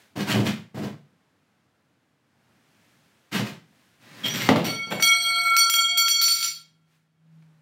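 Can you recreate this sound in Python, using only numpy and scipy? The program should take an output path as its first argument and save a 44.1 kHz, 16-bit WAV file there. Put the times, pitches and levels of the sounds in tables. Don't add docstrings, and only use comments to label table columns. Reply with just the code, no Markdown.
import sys
import numpy as np
from scipy import signal
from scipy.fft import rfft, irfft, next_fast_len
from scipy.io import wavfile
from scipy.ndimage import uniform_filter1d, map_coordinates

SR = 44100
rng = np.random.default_rng(int(sys.argv[2]) if len(sys.argv) > 2 else 0)


def wav_record(signal):
    frames = np.transpose(np.atleast_2d(signal))
    bounded = np.clip(frames, -1, 1)
    quanta = np.round(bounded * 32767).astype(np.int16)
    wavfile.write(sys.argv[1], SR, quanta)


N = 335601
TIME = np.arange(N) / SR
STEPS = TIME[::64]
CONTACT_S = 0.0025
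RATTLE_RISE_S, RATTLE_T60_S = 0.0084, .14

# f/Hz, level/dB
THUD_SPECTRUM = [(40, -50), (75, -32.5), (110, -4), (160, 0), (195, 1.5), (240, -3.5), (320, -10),
                 (600, -14.5), (1200, -26), (3000, -51.5)]
CLOTH_SPECTRUM = [(150, -15), (500, -11), (1100, -3.5), (2000, -2), (3200, -7), (5000, -10.5), (8000, -17),
                  (10500, -21), (13000, -20.5), (16000, -22)]
RATTLE_SPECTRUM = [(900, -20.5), (2300, -1.5), (3100, 7), (3700, -6.5), (4400, 1.5), (5100, -14),
                   (5800, -4), (6600, -24.5), (7300, -11), (10500, -37.5), (12400, -14.5), (16000, -30.5)]
# t/s, grit level/dB
SCREW_SLIPS = [(4.26, -27.5), (4.355, -28.5), (4.415, -29.5), (4.66, -28)]
# f/Hz, t60/s
BATHROOM_T60 = [(100, 0.44), (300, 0.28), (1000, 0.27), (4000, 0.33), (14000, 0.077)]


def tube(flutter_per_cycle=.011):
    # f/Hz, relative level/dB, t60/s
    bending_modes = [(258, -41, 2.5), (705, -28, 3.5), (1363, 0, 5), (2224, -2, 3.3), (3263, 0, 2.3),
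                     (4457, 4, 1.1), (5798, -1, .75), (7272, -3, .65), (8836, -5, .5), (10490, -13, .55)]
    lengthwise_modes = [(4161, -1, 3), (8323, -2, 3), (12482, -10, 2.5)]
    tube_wall_modes = [(11950, -2.5, 0.4), (12030, -2.5, .35), (11790, -1.5, 0.23), (13600, 3.5, 0.24),
                       (12680, 1.5, .3), (14010, -7, .3), (13500, -1, 0.24), (14300, -5.5, 0.44),
                       (15000, -0.5, .3), (15500, -2, 0.27), (14500, -5.5, .25)]
    # f/Hz, level/dB
    clack_spectrum = [(400, -31.5), (1000, -18.5), (2200, 0), (3500, -3.5), (4500, 5.5), (5800, -0.5),
                      (7200, -2), (8000, -9.5), (8900, -8.5), (9800, -18), (11200, -25), (12100, -9.5),
                      (15000, -8), (16000, -19)]
    t, blow_db, tilt_db, place, sizzle_db, kept = contacts()
    contact_s = CONTACT_S * .5 ** (tilt_db / 7)
    upright = (t > 4.96) & (t < 5.5)
    lengthwise_db = blow_db + np.where(upright, -11.0, -29.5)
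    age = np.maximum(STEPS - t[:, None], 0)
    fed = np.clip(age / contact_s[:, None], 0, 1)
    choke = 2 * np.log(np.clip(kept, .01, 1))[:, None] * fed
    later_chokes = np.cumsum(choke[::-1], axis=0)[::-1] - choke
    alive = fed * np.exp(later_chokes)

    def power(kicks_db, t60):
        return from_db(kicks_db) ** 2 @ (alive * np.exp(-2 * np.log(1000) * age / t60))

    ring = 0
    for order, (hz, db, t60) in enumerate(bending_modes, 1):
        octaves = np.log2(max(hz, 1600) / 3500)
        feed_db = blow_db + tilt_db * octaves + mode_shape_db(order, place)
        ring += tube_mode(hz, power(db + feed_db, t60), flutter_per_cycle * hz, wet_db=3.5)
    for hz, db, t60 in lengthwise_modes:
        ring += tube_mode(hz, power(db + lengthwise_db, t60), flutter_per_cycle * hz, wet_db=6.5)
    for hz, db, t60 in tube_wall_modes:
        ring += tube_mode(hz, power(db + sizzle_db, t60), flutter_per_s=170.0, wet_db=4.0)
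    clack_db = 9 + 1.25 * (blow_db + tilt_db)
    clack = swells(t + contact_s, contact_s, 0.0097, clack_db) * noise(clack_spectrum)
    return ring + bathroom(clack, wet_db=-6.5)


def tube_mode(hz, power, flutter_per_s, wet_db):
    lag = 1e-6 ** (STEPS[1] / at_hz(BATHROOM_T60, hz))
    lingering = signal.lfilter([1 - lag], [1, -lag], power + 1e-18)
    slow = wander(flutter_per_s) + 1j * wander(flutter_per_s)
    quick_per_s = min(4 * flutter_per_s, 300)
    quick = wander(quick_per_s) + 1j * wander(quick_per_s)
    reflections = (slow + from_db(-14.0) * quick) * np.sqrt(lingering / 2)
    wet = from_db(wet_db + 2.5 * np.log2(hz / 3500))
    swing = np.interp(TIME, STEPS, (np.sqrt(power) + wet * reflections) / np.hypot(1, wet))
    phase = 2 * np.pi * hz * TIME
    return np.sqrt(2) * (swing.real * np.sin(phase) + swing.imag * np.cos(phase))


def mode_shape_db(order, place, node_leak=0.031):
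    return 10 * np.log10(node_leak + np.cos(np.pi * ((order + .5) * place + .25)) ** 2)


def contacts():
    # t/s, strength/dB, hardness as tilt/(dB per octave),
    # place along the tube/0-1, sizzle of the tube wall/dB, ringing that survives/0-1
    bounces = [(4.643, -32, -2.7, .376, -42.5, .1), (4.905, -52, 9.5, 0.43, -52.5, 0.9),
               (5.001, -37, 1.5, .37, -52, 1), (5.023, -17.5, -1.9, .369, -34.5, .3),
               (5.228, -35, 2, .39, -47.5, 0.94), (5.354, -33, -9.5, .404, -57, 0.96),
               (5.447, -31.5, -8, .183, -49, 1), (5.565, -21, 2.5, .391, -32.5, 1),
               (5.697, -20.5, 2, .351, -34, 0), (5.738, -20.5, -1.2, .317, -33.5, 0.3),
               (5.973, -22, -2, .086, -31, .8), (6.082, -25.5, 5.5, .125, -36.5, 0.33),
               (6.214, -25.5, 5, .244, -32.5, 0.25), (6.28, -25.5, 2, 0.29, -38.5, 0.3),
               (6.32, -32, 5, .102, -39, 0.38), (6.427, -29.5, 6.5, 0.24, -54, 0.2),
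               (6.445, -31, 5.5, 0.23, -42, 0.3)]
    jogs = [(t, db - 19.5, 0, 0.41, db - 20, .3) for t, db in SCREW_SLIPS if t < bounces[0][0]]
    return np.transpose(sorted(jogs + bounces + settling()))


def settling(count=9, start_s=6.365, first_gap_s=0.039, gap_ratio=0.96, tilt_db=4, kept=0.1973):
    touch = np.arange(count)
    gaps = first_gap_s * gap_ratio ** touch
    times = start_s + np.cumsum(gaps) - gaps
    levels_db = -35 - 46 * (touch / touch[-1]) ** 2
    places = rng.random(count) / 2
    return [(t, db, tilt_db, place, db - 8.5, kept) for t, db, place in zip(times, levels_db, places)]


def chatter(down_from_s=6.15, t60_s=0.28):
    # f/Hz, level/dB
    chatter_spectrum = [(800, -26.5), (2400, -4.5), (3500, -3.5), (4500, 11), (6000, -2.5), (7200, -4),
                        (10000, -24), (12500, -15.5), (16000, -13)]
    t, blow_db = contacts()[:2]
    down = t > down_from_s
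    touches = noise(chatter_spectrum, grains(per_s=320, spread_db=1.5))
    envelope = swells(t[down] + CONTACT_S, CONTACT_S, t60_s, blow_db[down] - 1)
    return bathroom(envelope * touches, wet_db=-0.5)


def bracket(crack_t60_s=.025, boom_t60_s=.3):
    # t/s, rise/s, boom level/dB, crack level/dB
    knocks = [(3.727, 0.0022, -66, -68), (4.4899, 0.00068, -12, -5.5), (4.56, 0.0022, -15, -16),
              (4.667, 0.0036, -30, -45.5), (4.87, 0.0031, -41.5, -59.5), (4.925, 0.019, -28.5, -24.5),
              (5.0, 0.0037, -50, -26.5), (7.424, .001, -88, -58)]
    # f/Hz, level/dB
    crack_spectrum = [(200, -11), (700, 1.5), (1500, 2.5), (3500, -6.5), (6000, -19), (10000, -27),
                      (16000, -32.5)]
    boom_spectrum = [(40, -45.5), (80, -32.5), (120, -6), (210, -1), (400, -7), (630, -6.5), (900, -13),
                     (1500, -28), (3000, -23.5), (8000, -45)]
    t, rise, boom_db, crack_db = np.transpose(knocks)
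    crack = swells(t, rise, crack_t60_s, crack_db) * noise(crack_spectrum)
    boom = swells(t + 0.004, rise + 0.0067, boom_t60_s, boom_db) * noise(boom_spectrum)
    return bathroom(boom, wet_db=-3.5) + bathroom(crack, wet_db=-6.0) + wall_ring(t, boom_db - 8.5)


def pull(start_s=4.027, end_s=4.47, fade_s=.04, growth_db_per_s=53.5):
    # t/s, t60/s, f/Hz, level/dB, roughness/share of the pitch
    squeals = [(4.249, 0.2, 3225, -23.5, 0.028), (4.305, 0.46, 5808, -32.5, 0.0037),
               (4.359, .21, 7600, -44.5, .006), (4.41, 0.41, 2850, -34.5, 0.0082),
               (4.43, 0.63, 2105, -35.5, 0.0045)]
    # f/Hz, level/dB
    grit_spectrum = [(410, -41), (700, -17.5), (2330, 1.5), (2660, -7), (3110, 0), (3690, -3),
                     (4990, -10.5), (5690, -4), (6400, -17), (7390, -11.5), (11100, -27.5), (13100, -10.5),
                     (16000, -27.5)]
    held = np.interp(TIME, [start_s - fade_s, start_s, end_s, end_s + fade_s], [0, 1, 1, 0])
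    drag = held * from_db(-57 + growth_db_per_s * (np.minimum(TIME, end_s) - start_s))
    t, grit_db = np.transpose(SCREW_SLIPS)
    slips = swells(t, rise_s=0.027, t60_s=0.26, level_db=grit_db)
    shaking = swells(t, RATTLE_RISE_S, RATTLE_T60_S, grit_db - 6)
    scrape = drag * noise(CLOTH_SPECTRUM, grains(per_s=12000, spread_db=3.0))
    scrape += slips * noise(grit_spectrum, grains(per_s=1600, spread_db=4.5))
    scrape += shaking * noise(RATTLE_SPECTRUM, grains(per_s=840, spread_db=6.0))
    for at, t60, hz, db, roughness in squeals:
        squeal = wavering_tone(hz, roughness, per_s=220)
        scrape += swells([at], rise_s=0.015, t60_s=t60, level_db=db) * squeal
    rumble = np.hypot(from_db(-1.5) * drag, from_db(-3.5) * slips) * noise(THUD_SPECTRUM)
    return bathroom(scrape + rumble, wet_db=-6.0)


def towel(t60_s=0.29):
    # t/s, rise/s, relative thud level/dB, relative cloth level/dB
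    flops = [(0.165, 0.011, -29, -37.5), (0.208, 0.053, -28, -31), (0.314, 0.057, -26.5, -22.5),
             (0.358, 0.029, -19, -33), (0.404, 0.018, -24.5, -36), (0.471, 0.031, -26, -26.5),
             (0.748, 0.0056, -33.5, -49.5), (0.787, 0.048, -30, -41), (0.84, 0.03, -28.5, -38),
             (3.332, 0.019, -36, -29.5), (3.356, 0.028, -28.5, -24), (3.398, 0.015, -27, -35),
             (3.472, 0.033, -39, -35.5)]
    t, rise, thud_db, cloth_db = np.transpose(flops)
    rubbing = noise(CLOTH_SPECTRUM, grains(per_s=12000, spread_db=3.5))
    cloth = swells(t, rise, t60_s, cloth_db - 3.5) * rubbing
    shaking = swells(t, RATTLE_RISE_S, RATTLE_T60_S, 11.5 + 1.555 * cloth_db)
    rattle = shaking * noise(RATTLE_SPECTRUM, grains(per_s=3400, spread_db=6.5))
    thud = swells(t, rise, t60_s, thud_db + 1.5) * noise(THUD_SPECTRUM)
    return bathroom(cloth + rattle, wet_db=-5.5) + bathroom(thud, wet_db=-5.5) + wall_ring(t, thud_db - 8)


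def wall_ring(times, levels_db, t60_s=.3, lowest_hz=100.0):
    # f/Hz, level/dB
    panel_modes = [(114, -8), (145, -2), (194, -3), (222, -0.5), (299, -4.5), (346, -7)]
    pushes, ring = np.zeros(N) + 1e-18, 0
    pushes[(times * SR).astype(int)] = from_db(levels_db)
    decay = 1e-3 ** (1 / (t60_s * SR))
    for hz, db in panel_modes:
        angle = 2 * np.pi * hz / SR
        feedback = [1, -2 * decay * np.cos(angle), decay ** 2]
        ring += from_db(db) * signal.lfilter([0, np.sin(angle)], feedback, pushes)
    return signal.sosfilt(signal.butter(4, lowest_hz, "high", fs=SR, output="sos"), ring)


def bathroom(x, wet_db):
    age, tail = TIME[:SR * 3 // 5], 0
    edges_hz = np.geomspace(60, 17000, 9)
    for low, high in zip(edges_hz, edges_hz[1:]):
        bandpass = signal.butter(2, [low, high], "band", fs=SR, output="sos")
        band = signal.sosfilt(bandpass, rng.standard_normal(len(age)))
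        tail += band * 1e-3 ** (age / at_hz(BATHROOM_T60, np.sqrt(low * high)))
    tail *= np.clip(age / 0.0017 - .5, 0, 1)
    reflections = signal.fftconvolve(x, tail / np.linalg.norm(tail))[:N]
    wet = from_db(wet_db)
    return (x + wet * reflections) / np.hypot(1, wet)


def background():
    # f/Hz, level/dB
    air_spectrum = [(18, -65), (30, -35.5), (103, -4.5), (239, -5.5), (295, -8.5), (374, -14),
                    (1220, -17.5), (1540, -17), (1910, -19.5), (8740, -34.5), (16000, -42)]
    rustle_spectrum = [(180, -37.5), (300, -4.5), (994, -7), (1170, -5.5), (1640, -1.5), (2650, -3.5),
                       (15000, -18), (16000, -21)]
    # t/s, level/dB
    air_levels = [(0, -65), (2.2, -69.5), (2.5, -64.5), (3.9, -67), (5.1, -52.5), (6.75, -73), (7.15, -76),
                  (7.35, -68.5)]
    # t/s, rise/s, t60/s, level/dB
    rustle_swells = [(0, .01, 0.6, -58), (2.9, 0.6, 5.3, -66), (3.8, .2, 5, -66), (5.1, .3, 2.8, -47),
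                     (6.95, 0.11, 0.43, -70), (7.419, .15, 2.0, -78)]
    hum_swells = [(6.5, 1.6, 4.3, -63), (7.39, 0.23, 1.18, -51)]
    hum = swells(*np.transpose(hum_swells)) * wavering_tone(hz=156, depth=.015, per_s=4.7)
    rubbing = noise(rustle_spectrum, grains(per_s=8600, spread_db=1.5))
    rustle = swells(*np.transpose(rustle_swells)) * rubbing
    air = from_db(np.interp(TIME, *np.transpose(air_levels))) * noise(air_spectrum)
    return air + rustle + hum


def swells(times, rise_s, t60_s, level_db):
    power = np.zeros(N)
    for t, rise, t60, db in np.broadcast(times, rise_s, t60_s, level_db):
        span = slice(max(int((t - rise) * SR), 0), int((t + 2 * t60) * SR))
        age = TIME[span] - t
        attack = np.clip(1 + age / rise, 0, 1)
        power[span] += (attack * from_db(db - 60 * np.maximum(age, 0) / t60)) ** 2
    return np.sqrt(power)


def noise(spectrum, source=None):
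    source = rng.standard_normal(N) if source is None else source
    size = next_fast_len(N)
    hz = np.arange(size // 2 + 1) * SR / size
    shaped = irfft(rfft(source, size) * from_db(at_hz(spectrum, hz)), size)[:N]
    return shaped / np.sqrt(np.mean(shaped ** 2) + 1e-20)


def grains(per_s, spread_db):
    sizes = from_db(spread_db * np.minimum(rng.exponential(1, N), 4))
    return (rng.random(N) < per_s / SR) * sizes * rng.choice([-1, 1], N)


def wavering_tone(hz, depth, per_s):
    pitch_hz = hz * (1 + depth * np.interp(TIME, STEPS, wander(per_s)))
    return np.sqrt(2) * np.sin(2 * np.pi * np.cumsum(pitch_hz) / SR)


def wander(per_s):
    return map_coordinates(rng.standard_normal(4096), [STEPS * per_s], order=3, mode="wrap")


def at_hz(points, hz):
    f, value = np.transpose(points)
    return np.interp(np.log(hz + 1e-9), np.log(f), value)


def from_db(db):
    return 10 ** (np.asarray(db) / 20)


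def gain_control(x, limit_db=-19.0, share_removed=0.69, attack_s=0.056, recovery_db_per_s=42.5):
    level_db = 10 * np.log10(np.maximum(uniform_filter1d(x ** 2, size=700), 1e-12))
    recovery = recovery_db_per_s * TIME
    excess_db = np.maximum.accumulate(np.maximum(level_db - limit_db, 0) + recovery, axis=-1) - recovery
    lag = np.exp(-1 / (attack_s * SR))
    return x * from_db(-share_removed * signal.lfilter([1 - lag], [1, -lag], excess_db))


def scene():
    return (towel() + pull() + bracket() + tube() + chatter() + background())[None]


def record(dry):
    rounded = 0.82 * np.tanh(gain_control(dry) / 0.78)
    thin = signal.sosfilt(signal.butter(4, 82, "high", fs=SR, output="sos"), rounded)
    return signal.sosfilt(signal.ellip(10, .1, 80, 15850, fs=SR, output="sos"), thin)


dry = scene()
out = record(dry)
wav_record(out)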